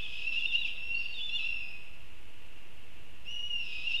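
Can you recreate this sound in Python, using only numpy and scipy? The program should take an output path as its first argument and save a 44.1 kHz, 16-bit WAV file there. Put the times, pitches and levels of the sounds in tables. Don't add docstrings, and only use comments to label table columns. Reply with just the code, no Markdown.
import sys
import numpy as np
from scipy import signal
from scipy.fft import rfft, irfft
from scipy.io import wavfile

SR = 44100
rng = np.random.default_rng(int(sys.argv[2]) if len(sys.argv) > 2 else 0)


def log_audio(samples):
    frames = np.atleast_2d(samples).T
    limited = np.clip(frames, -1, 1)
    pcm = np.round(limited * 32767).astype(np.int16)
    wavfile.write(sys.argv[1], SR, pcm)


N = 176400

# (frequency [Hz], relative density [dB])
HISS_SPECTRUM = [(25, -5), (74, -8), (113, -13.5), (200, -18.5), (400, -21), (900, -25.5), (1500, -27),
                 (2050, -24.5), (2400, -21.5), (2750, -14), (3100, -23), (3500, -29.5), (4000, -33.5),
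                 (5000, -37.5), (8000, -39.5), (14000, -43.5)]
# (time [s], pitch [Hz], level [dB], rasp before boost [dB],
# overtone at 1.5 x pitch [dB re the tone], octave overtone [dB])
HOARSE_CURVE = [(-.02, 2660, -33.5, -38.5, -26.5, -66.5), (.06, 2550, -46, -55.5, -29, -71),
                (.12, 2520, -51.5, -47.5, -17, -62.5), (.185, 2540, -51.5, -48.5, -14.5, -59),
                (.25, 2590, -46, -50.5, -16.5, -66.5), (.283, 2720, -29.5, -53.5, -33, -58),
                (.308, 2740, -36, -61, -41, -63), (.332, 2560, -39, -45.5, -12.5, -54),
                (.376, 2790, -31, -48, -38.5, -66), (.39, 2790, -20, -58.5, -36, -65.5)]
CLEAR_CURVE = [(.76, 2633, -51.5, -66, -33, -74), (0.829, 2704, -43, -64.5, -42, -65),
               (.88, 2724, -38, -61.5, -47, -63), (0.947, 2760, -30, -55, -47, -67),
               (1.0, 2744, -38.5, -77, -34, -62), (1.039, 2560, -60, -61, -40, -55.5)]
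CLOSING_CURVE = [(1.38, 2680, -45, -45.5, -25, -69), (1.433, 2587, -32.5, -51.5, -11, -55),
                 (1.46, 2769, -29.5, -44, -40, -61), (1.522, 2648, -43, -69, -37, -60),
                 (1.569, 2673, -35, -58, -38, -63), (1.631, 2496, -47, -69, -33, -59),
                 (1.699, 2584, -44, -60, -44, -64), (1.772, 2506, -49.5, -82, -33, -75)]
RISING_CURVE = [(3.246, 2466, -60, -53, -46, -62), (3.278, 2774, -40.5, -62, -40, -62),
                (3.314, 2945, -41.5, -58, -45, -56.5), (3.382, 2851, -38, -61, -52, -64),
                (3.478, 2902, -41, -64, -45, -64), (3.545, 2822, -37, -65, -44, -64.5),
                (3.6, 2773, -37, -57, -33, -63.5), (3.649, 2625, -52.5, -55, -17, -57.5),
                (3.724, 2508, -47, -48.5, -13.5, -59), (3.826, 2554, -50, -50.5, -9, -61),
                (3.879, 2810, -32.5, -51, -32, -65), (3.938, 2573, -47.5, -44, -22, -53)]
# (start [s], length [s], start pitch [Hz], middle pitch [Hz], end pitch [Hz],
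# level [dB], swell from start to end [dB], rasp before boost [dB],
# overtone at 1.5 x pitch [dB re the tone], octave overtone [dB])
YODEL_NOTES = [ (.0, 0.072, 3150, 3550, 2740, -43, 1.5, -61.5, -31, -85),
               (.385, 0.037, 3410, 3504, 3270, -46.5, 11, -48.5, -38.5, -78),
               (0.421, 0.023, 2720, 2726, 2630, -37, -16, -51, -29, -68.5),
               (0.44, 0.022, 2573, 2712, 2826, -29.5, 18, -48.5, -30.5, -57),
               (0.457, 0.067, 3520, 3653, 3210, -43, -1.5, -61, -37, -80),
               (0.52, 0.04, 2746, 2693, 2880, -31, 14.5, -46, -32, -63),
               (0.554, 0.09, 3450, 3915, 3230, -45.5, 10.5, -53, -36, -88),
               (0.646, 0.041, 2852, 2537, 2340, -40, -27.5, -47.5, -34, -60),
               (0.656, 0.048, 3760, 3380, 2950, -47.5, 5.5, -65, -35, -79),
               (.944, 0.056, 4360, 4540, 4800, -55, -4.5, -72, -41, -93.5),
               (0.996, 0.15, 4560, 4640, 4320, -59, 2, -57.5, -47, -88),
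               (1.043, 0.025, 2650, 2762, 2740, -34, 8.5, -63, -30, -69),
               (1.044, 0.018, 3530, 3520, 3150, -55, -3, -72, -43, -85),
               (1.139, .066, 3815, 3606, 3406, -45, 11, -56, -34, -79),
               (1.186, 0.067, 2980, 2963, 2790, -46.5, -4, -64, -36, -85),
               (1.205, 0.099, 3400, 3535, 3380, -40.5, -5.5, -61, -35, -73),
               (1.289, 0.078, 2675, 2755, 2890, -40.5, 10, -59, -20.5, -64),
               (1.346, 0.039, 3450, 3533, 3190, -40, 2, -69, -33, -69.5),
               (3.934, 0.036, 2603, 2792, 2900, -32.5, 3, -46.5, -30, -62),
               (3.971, 0.047, 3570, 3695, 3280, -42.5, -6, -64, -47, -71)]
# (frequency [Hz], relative density [dB])
RASP_SPECTRUM = [(1500, -40.5), (2250, -22.5), (2550, 7), (3000, 2), (3300, -5), (3750, -5.5),
                 (4200, -19.5), (4700, -13), (5300, -17.5), (6000, -22.5), (7500, -28.5), (10000, -41)]
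# (time [s], gain [dB])
DIRECT_GAIN = [(0, -5.5), (.2, 1), (.28, 0.5), (.95, 0), (1.37, 2), (1.45, -3.5), (1.6, -9), (1.85, 4),
               (3.25, -5.5), (3.55, 1), (4, 1.5)]

HISS_DB = -54.5
WAVER_SHARE, WAVER_HZ = 0.0046, 45
STEADY_HZ, UNSTEADY_PER_HZ = 2650, 0.0094
JITTER_SHARE, JITTER_HZ = 0.004, 600
FLUTTER_DB, FLUTTER_HZ = 1.9, 49.3
THIRD_DB, HALF_DB = -23, -16
RASP_BOOST_DB = 3.5
WHISTLE_EDGE_S, NOTE_EDGE_S = 0.0076, 0.0034
FOLIAGE_HZ, FOLIAGE_DB = 4400, -2.5
TRUNKS_DB, TRUNKS_DECAY_S, TRUNK_ECHOES_PER_S = -9, 0.062, 400
TAIL_DB, TAIL_BUILD_S, TAIL_T60_S = -6.5, 0.01, 1.08
TOP_HZ, DC_OFFSET = 14100, 0.0242


def undb(db):
    return 10 ** (np.asarray(db) / 20)


def wander(hz):
    drift = signal.sosfilt(signal.butter(2, hz, fs=SR, output="sos"), rng.standard_normal(N))
    return drift / drift.std()


def noise(spectrum):
    hz, db = np.array(spectrum).T
    f = np.maximum(np.arange(N // 2 + 1) * SR / N, 1)
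    gain = undb(np.interp(np.log(f), np.log(hz), db)) * (f > 15)
    shaped = irfft(rfft(rng.standard_normal(N)) * gain, N)
    return shaped / shaped.std()


def gate(t, start, end, edge):
    return np.sin(np.pi / 2 * np.clip(np.minimum(t - start, end - t) / edge, 0, 1)) ** 2


def hiss():
    return undb(HISS_DB) * noise(HISS_SPECTRUM)


def syrinx(hz, db, rasp_db, split_db, octave_db, chance):
    waver, jitter, flutter, rasp = chance
    strain = np.minimum(undb(rasp_db - db), 1)
    unsteady = 1 + UNSTEADY_PER_HZ * np.maximum(STEADY_HZ - hz, 0)
    pitch = hz * (1 + WAVER_SHARE * unsteady * waver + JITTER_SHARE * strain * jitter)
    phase = 2 * np.pi * np.cumsum(pitch) / SR
    period_doubling = undb(split_db) * (np.sin(1.5 * phase) + undb(HALF_DB) * np.sin(phase / 2))
    tone = undb(db) * (np.sin(phase) + period_doubling)
    overtones = undb(octave_db) * (np.sin(2 * phase) + undb(THIRD_DB) * np.sin(3 * phase))
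    voice = np.sqrt(2) * (tone + overtones) * undb(FLUTTER_DB * flutter)
    return voice + undb(rasp_db + RASP_BOOST_DB) * rasp


def whistles(t, chance):
    out = np.zeros(N)
    for curve in (HOARSE_CURVE, CLEAR_CURVE, CLOSING_CURVE, RISING_CURVE):
        times, *columns = np.array(curve).T
        on = (t >= times[0]) & (t < times[-1])
        controls = [np.interp(t[on], times, column) for column in columns]
        out[on] += gate(t[on], times[0], times[-1], WHISTLE_EDGE_S) * syrinx(*controls, chance[:, on])
    return out


def yodel(t, chance):
    out = np.zeros(N)
    for start, length, start_hz, middle_hz, end_hz, db, swell_db, *timbre in YODEL_NOTES:
        on = (t >= start) & (t < start + length)
        u = (t[on] - start) / length - 0.5
        hz = middle_hz + (end_hz - start_hz) * u + 2 * (start_hz + end_hz - 2 * middle_hz) * u ** 2
        note = syrinx(hz, db + swell_db * u, *timbre, chance[:, on])
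        out[on] += gate(t[on], start, start + length, NOTE_EDGE_S) * note
    return out


def foliage(calls):
    f = np.arange(N // 2 + 1) * SR / N
    shelf_db = FOLIAGE_DB * (1 - 1 / (1 + (f / FOLIAGE_HZ) ** 10))
    return irfft(rfft(calls) * undb(shelf_db), N)


def forest(t, calls):
    direct = foliage(calls) * undb(np.interp(t, *np.array(DIRECT_GAIN).T))
    trunks = rng.standard_normal(N) * (rng.random(N) < TRUNK_ECHOES_PER_S / SR)
    trunks *= np.exp(-t / TRUNKS_DECAY_S)
    tail = rng.standard_normal(N) * (1 - np.exp(-t / TAIL_BUILD_S))
    tail *= undb(-60 * t / TAIL_T60_S)
    echoes = undb(TRUNKS_DB) * trunks / np.linalg.norm(trunks)
    echoes += undb(TAIL_DB) * tail / np.linalg.norm(tail)
    return direct + signal.fftconvolve(calls, echoes)[:N]


def scene():
    t = np.arange(N) / SR
    chance = np.array([wander(WAVER_HZ), wander(JITTER_HZ), wander(FLUTTER_HZ), noise(RASP_SPECTRUM)])
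    calls = whistles(t, chance) + yodel(t, chance)
    return (forest(t, calls) + hiss())[None]


def record(dry):
    lowpass = signal.ellip(8, 0.2, 60, TOP_HZ, fs=SR, output="sos")
    return signal.sosfilt(lowpass, dry) + DC_OFFSET


dry = scene()
out = record(dry)
log_audio(out)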